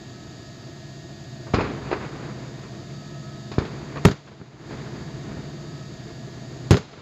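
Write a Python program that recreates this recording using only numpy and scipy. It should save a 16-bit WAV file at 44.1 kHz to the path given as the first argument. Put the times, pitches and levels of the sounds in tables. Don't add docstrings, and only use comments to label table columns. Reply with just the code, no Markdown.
import sys
import numpy as np
from scipy import signal
from scipy.fft import rfft, irfft
from scipy.io import wavfile
from scipy.ndimage import uniform_filter1d

SR = 44100
rng = np.random.default_rng(int(sys.argv[2]) if len(sys.argv) > 2 else 0)


def put_to_file(sound):
    columns = np.atleast_2d(sound).T
    safe = np.clip(columns, -1, 1)
    whole_steps = np.round(safe * 32767)
    wavfile.write(sys.argv[1], SR, whole_steps.astype(np.int16))


def attenuation_scalar(level_db):
    decades = np.asarray(level_db, float) / 20
    return 10 ** decades


N = 309141
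T = np.arange(N) / SR

# (time [s], peak level [dB], push length [ms], scatter level [dB], echo strength [dB])
FAR_SHELLS = [
    (1.5392, -4.5, 1.71, -13.5, -0.34),
    (3.5828, -5, 1.61, -22.5, -7.5),
]
NEAR_SHELLS = [
    (4.0512, 6.8, 1.42, -14.5, -2.4),
    (6.7087, 5.9, 1.4, -11, 3.2),
]
# (time [s], peak level [dB], push length [ms], front cutoff [Hz], scatter level [dB])
FAR_CHARGES = [
    (1.4675, -31.5, 0.48, 1450, -4.5),
    (1.536, -16, 0.34, 3000, -10),
    (1.5858, -10.5, .8, 1790, -11),
    (1.6143, -21, .62, 1800, -16),
    (1.641, -18, 0.72, 2430, -11),
    (1.664, -20, 0.53, 2000, -18.5),
    (1.8903, -27, 0.41, 5000, -25),
    (1.911, -25.5, 0.18, 2470, -10),
    (2.634, -37.5, 0.65, 2000, -4.5),
    (3.517, -21, 0.61, 4900, -16),
]
NEAR_CHARGES = [
    (4.0545, 12, 0.24, 5200, -39),
    (6.881, -33, 0.58, 2500, -20),
]
# (delay [s], level under the shell [dB], push length [ms], front cutoff [Hz], scatter level [dB])
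FAR_WALLS = [
    (.003, -18, 0.47, 5000, 1.5),
    (0.035, -8, 1.7, 1410, -26),
    (0.0695, -7.5, 0.63, 3270, -12.5),
    (0.3751, -12, 0.65, 1700, -2),
    (.3892, -7, 0.67, 1800, -6),
]
NEAR_WALLS = [
    (0.035, -5, 0.58, 3900, -37),
    (0.06, -20.5, 0.23, 6400, 3),
    (.062, -24, 0.51, 3230, -6),
    (.0713, -42, 0.26, 6000, -18),
    (0.224, -34.5, 0.22, 3140, 5),
    (0.266, -33.5, 0.61, 1600, 1.5),
    (.3503, -24, .87, 2000, -10),
    (0.3635, -17, .6, 2200, -18),
    (1.319, -27, 1.55, 1200, -12),
]
# (frequency [Hz], level [dB])
FAR_SCATTER = [(30, 0), (100, -21), (250, -2.5), (420, 4), (700, 0), (1200, 10.5), (1900, 4.5), (2500, 12),
               (3200, 3.5), (4500, 11.5), (7000, 10.5)]
NEAR_SCATTER = [(30, -10), (100, 10), (250, 3), (420, 6.5), (700, -2), (1000, -2.5), (1450, 4), (2500, -3),
                (4500, 0), (7000, 3.5), (12000, 21)]
# (frequency [Hz], level [dB], decay time t60 [s])
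FAR_NOOK = [(50, -3, 0.022), (102, -1, 0.026), (164, -2, 0.016), (439, -3, 0.02), (1310, -27, 0.027),
            (1586, -34.5, 0.14)]
NEAR_NOOK = [(105.4, -5.5, 0.15), (192, -3.5, 0.083), (266.5, -12.5, 0.091), (411.3, -12.5, 0.068),
             (1400, -29, 0.06)]
# (frequency [Hz], level [dB])
ROLL_COLOUR = [(25, 3), (60, 4), (130, -4), (250, 0), (420, -4), (600, -13.5), (1100, -15.5), (2200, -21.5),
               (3000, -31), (4500, -41.5), (7000, -68)]
# (frequency [Hz], level [dB rms])
HUM = [(110, -69.5), (125.5, -48.5), (142, -46), (157, -51), (206, -53.5), (345, -58.5), (410, -76),
       (640, -61), (688, -62)]
# (time [s], hum level [dB])
HUM_LOAD = [
    (0, -6),
    (1.4, 0.5),
    (2.2, 1.5),
    (3.3, 5),
    (4, 5),
    (5.2, 5),
    (6, 1.5),
    (7.01, 5),
]
WHINE_DB = [-60, -60, -72, -68, -63, -78, -70, -62, -68]
# (start [s], loudest at [s], end [s], peak level [dB])
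SEEK = [
    (0.023, 0.16, 0.97, -58),
    (2.7, 3.248, 3.8, -53.5),
    (5.44, 5.82, 5.97, -53.5),
]
# (frequency [Hz], density [dB per Hz])
MOTOR_NOISE = [(25, -38), (43, -26), (96, -6), (128, 1), (175, -8), (300, -11.5), (340, -5), (480, -29.5),
               (670, -11), (800, -26.5), (1200, -27.5), (1720, -29.5), (2300, -34.5), (3200, -39.5)]
# (frequency [Hz], level [dB])
TONE = [(2000, -0.5), (2900, -0.5), (3800, 2.5), (4700, 2), (5150, 2), (5500, -6), (6100, -2), (6800, 2),
        (7400, -4), (8000, -19), (8800, -35), (11500, -22.5), (13700, -21.5), (16000, -33.5)]
# (frequency [Hz], level [dB])
CONVERTER = [(2000, -0.5), (4500, 0.5), (6500, 0), (8500, -2), (11000, -1.5), (13700, -3.5), (14500, -42),
             (15300, -53)]

FAR_ROLL = dict(
    houses_db=-24, houses_t60=2.1, houses_treble_db=1.7, houses_bright_db=-25,
    late_s=0.28, rise_s=0.13, hold_s=0.022,
    late_db=-34, late_t60=4.5, late_treble_db=11, dulling_db_per_s=8)
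NEAR_ROLL = dict(
    houses_db=-35.5, houses_t60=2.1, houses_treble_db=11, houses_bright_db=0,
    late_s=0.22, rise_s=0.59, hold_s=0.59,
    late_db=-34, late_t60=0.72, late_treble_db=10, dulling_db_per_s=9)
FAR_FRONT_HZ, FAR_SCATTER_T60 = 1700, 0.17
NEAR_FRONT_HZ, NEAR_SCATTER_T60 = 8400, 0.19
CHARGE_SCATTER_T60, WALL_SCATTER_T60 = 0.26, 0.083
FAR_GROUND, NEAR_GROUND = -0.55, -0.12
TOWN_DB, TOWN_TREBLE_DB, TOWN_GROWS_DB_PER_S = -47.5, -2, 1.18
LATE_RISE_DB = 7.5
BRIGHT_BAND_HZ = [2200, 7500]
MOTOR_HZ, TEETH = 154.12, (11, 12, 18, 24, 30, 32, 44, 51, 52)
SEEK_HZ, SEEK_FADE_DB = 1281, 10
MOTOR_NOISE_DB, INPUT_HISS_DB = -41, -47
MIC_LOW_HZ = 79.2
CLIP = 0.52
OVERSHOOT_DB, SNAP_DB, SINK_DB = 7, -6, -11.5
SNAP_S, HOLD_S, SINK_S, LET_GO_S, RELEASE_S = 0.014, 0.042, 0.15, 0.5, 0.16


def colour(x, table):
    hz, db = np.transpose(table)
    f = np.maximum(np.fft.rfftfreq(len(x), 1 / SR), 1)
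    gain_db = np.interp(np.log(f), np.log(hz), db)
    return irfft(rfft(x) * attenuation_scalar(gain_db), len(x))


def butter(order, hz, kind="low"):
    return signal.butter(order, hz, kind, fs=SR, output="sos")


def unit(x):
    return x / np.sqrt(np.mean(x ** 2))


def walk(rate):
    k = int(SR / rate)
    steps = np.repeat(rng.standard_normal(N // k + 1), k)
    return uniform_filter1d(uniform_filter1d(steps, k), k)[:N]


def tone(cycles):
    return np.sqrt(2) * np.sin(2 * np.pi * (cycles + rng.random()))


def bursts(table, charges, walls, front_hz, t60):
    rows = [(s, db, ms, front_hz, spray_db, t60) for s, db, ms, spray_db, _ in table]
    rows += [(*charge, CHARGE_SCATTER_T60) for charge in charges]
    for s, db, _, _, echo_db in table:
        for delay, wall_db, ms, hz, spray_db in walls:
            if s + delay < N / SR:
                rows.append((s + delay, db + echo_db + wall_db, ms, hz, spray_db, WALL_SCATTER_T60))
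    return rows


def blasts(table, scatter, modes, ground):
    out, t = np.zeros(N + 2 ** 15), T[:2 ** 14]
    nook = 0
    for hz, db, t60 in modes:
        nook = nook + attenuation_scalar(db) * hz / SR * 2 * np.pi * np.sin(2 * np.pi * hz * t) * attenuation_scalar(-60 * t / t60)
    facets_db = 2.5 * np.minimum(rng.exponential(size=(len(table), len(t))), 4) - 4
    spray = rng.standard_normal(facets_db.shape) * attenuation_scalar(facets_db)
    for (s, db, ms, front_hz, spray_db, t60), noise in zip(table, spray):
        u = t[:2048] * 1000 / ms
        air = butter(2, min(front_hz, 15000))
        shock = signal.sosfilt(air, (1 - u) * np.exp(-0.8 * u))
        fade = attenuation_scalar(-60 * t / t60) * np.minimum(t / 0.00079, 1)
        spread = attenuation_scalar(spray_db - 12.5) * colour(noise, scatter) * fade
        wave = signal.fftconvolve(shock, nook + spread)
        direct = signal.sosfilt(air, shock)
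        wave[:2048] += direct
        lag = int(1.485 * ms * SR / 1000)
        wave[lag:lag + 2048] += ground * direct
        start = int(s * SR)
        out[start:start + len(wave)] += attenuation_scalar(db) * wave
    return out[:N]


def town_answer(table, houses_db, houses_t60, houses_treble_db, houses_bright_db,
                late_s, rise_s, hold_s, late_db, late_t60, late_treble_db, dulling_db_per_s):
    power = 0
    for s, *_, echo_db in table:
        age = np.maximum(T - s, 0)
        houses = (age > 0) * attenuation_scalar(echo_db + houses_db - 60 * age / houses_t60)
        top = late_s + rise_s
        swell_db = -LATE_RISE_DB * np.maximum(top - age, 0) / rise_s
        fade_db = -60 * np.maximum(age - top - hold_s, 0) / late_t60
        late = (age > late_s) * attenuation_scalar(echo_db + late_db + swell_db + fade_db)
        late_treble = late * attenuation_scalar(late_treble_db - dulling_db_per_s * age)
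        bass = houses ** 2 + late ** 2
        treble = (houses * attenuation_scalar(houses_treble_db)) ** 2 + late_treble ** 2
        bright = (houses * attenuation_scalar(houses_bright_db)) ** 2
        power = power + np.array([bass, treble, bright])
    return power


def roll():
    floor_db = np.array([[TOWN_DB], [TOWN_DB + TOWN_TREBLE_DB], [-np.inf]])
    town = attenuation_scalar(floor_db + TOWN_GROWS_DB_PER_S * T) ** 2
    answers = town_answer(FAR_SHELLS, **FAR_ROLL) + town_answer(NEAR_SHELLS, **NEAR_ROLL)
    bass, treble, bright = np.sqrt(town + answers)
    grains = rng.standard_normal(N) * attenuation_scalar(2.2 * walk(60) + 0.8 * walk(12))
    full = unit(colour(grains, ROLL_COLOUR))
    low = signal.sosfiltfilt(butter(2, 500), full)
    hiss = signal.sosfilt(butter(2, BRIGHT_BAND_HZ, "band"), grains)
    return bass * low + treble * (full - low) + bright * hiss


def motor_hum():
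    hum = 0
    for hz, db in HUM:
        level = attenuation_scalar(db + 2.7 * walk(3.19))
        hum = hum + level * tone(hz * T + 0.054 * walk(3.98))
    load_s, load_db = np.transpose(HUM_LOAD)
    return attenuation_scalar(np.interp(T, load_s, load_db)) * hum


def gear_whine():
    whine = 0
    turns = MOTOR_HZ * T + 0.00079 * walk(7.7)
    for teeth, db in zip(TEETH, WHINE_DB):
        whine = whine + attenuation_scalar(db + 1.4 * walk(9.9)) * tone(teeth * turns)
    return whine


def seek_whistle():
    level = 0
    for start, top, end, db in SEEK:
        sag_db = SEEK_FADE_DB * np.interp(T, [start, top, end], [1, 0, 1])
        gate = np.clip(np.minimum(T - start, end - T) / 0.12, 0, 1)
        level = level + attenuation_scalar(db - sag_db) * gate
    return level * attenuation_scalar(1.5 * walk(27)) * tone(SEEK_HZ * T + 0.18 * walk(25))


def motor_noise():
    return attenuation_scalar(MOTOR_NOISE_DB) * unit(colour(rng.standard_normal(N), MOTOR_NOISE))


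def input_hiss():
    return attenuation_scalar(INPUT_HISS_DB) * signal.sosfilt(butter(2, 1900, "high"), rng.standard_normal(N))


def scene():
    far = bursts(FAR_SHELLS, FAR_CHARGES, FAR_WALLS, FAR_FRONT_HZ, FAR_SCATTER_T60)
    near = bursts(NEAR_SHELLS, NEAR_CHARGES, NEAR_WALLS, NEAR_FRONT_HZ, NEAR_SCATTER_T60)
    air = blasts(far, FAR_SCATTER, FAR_NOOK, FAR_GROUND)
    air = air + blasts(near, NEAR_SCATTER, NEAR_NOOK, NEAR_GROUND)
    air = signal.sosfilt(butter(2, MIC_LOW_HZ, "high"), air + roll())
    camera = motor_hum() + gear_whine() + seek_whistle() + motor_noise() + input_hiss()
    return (air + camera)[None]


def low_pass(x):
    return signal.sosfilt(signal.butter(12, 15120, fs=SR, output="sos"), x)


def record(dry):
    over = T[np.abs(dry[0]) > 1.7]
    starts = over[np.diff(over, prepend=-1) > 0.5]
    after = [0, SNAP_S, HOLD_S, SINK_S, LET_GO_S, LET_GO_S + RELEASE_S]
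    duck_db = [OVERSHOOT_DB, SNAP_DB, SNAP_DB, SINK_DB, SINK_DB, 0]
    gain_db = sum(np.interp(T - s, after, duck_db, left=0) for s in starts)
    signal_in = colour(dry[0], TONE) * attenuation_scalar(gain_db)
    clipped = np.clip(signal_in, -CLIP, 1.08 * CLIP)
    clipped = clipped + 0.03 * (signal_in - clipped)
    mix = colour(clipped, CONVERTER)[None]
    return low_pass(mix)


dry = scene()
out = record(dry)
put_to_file(out)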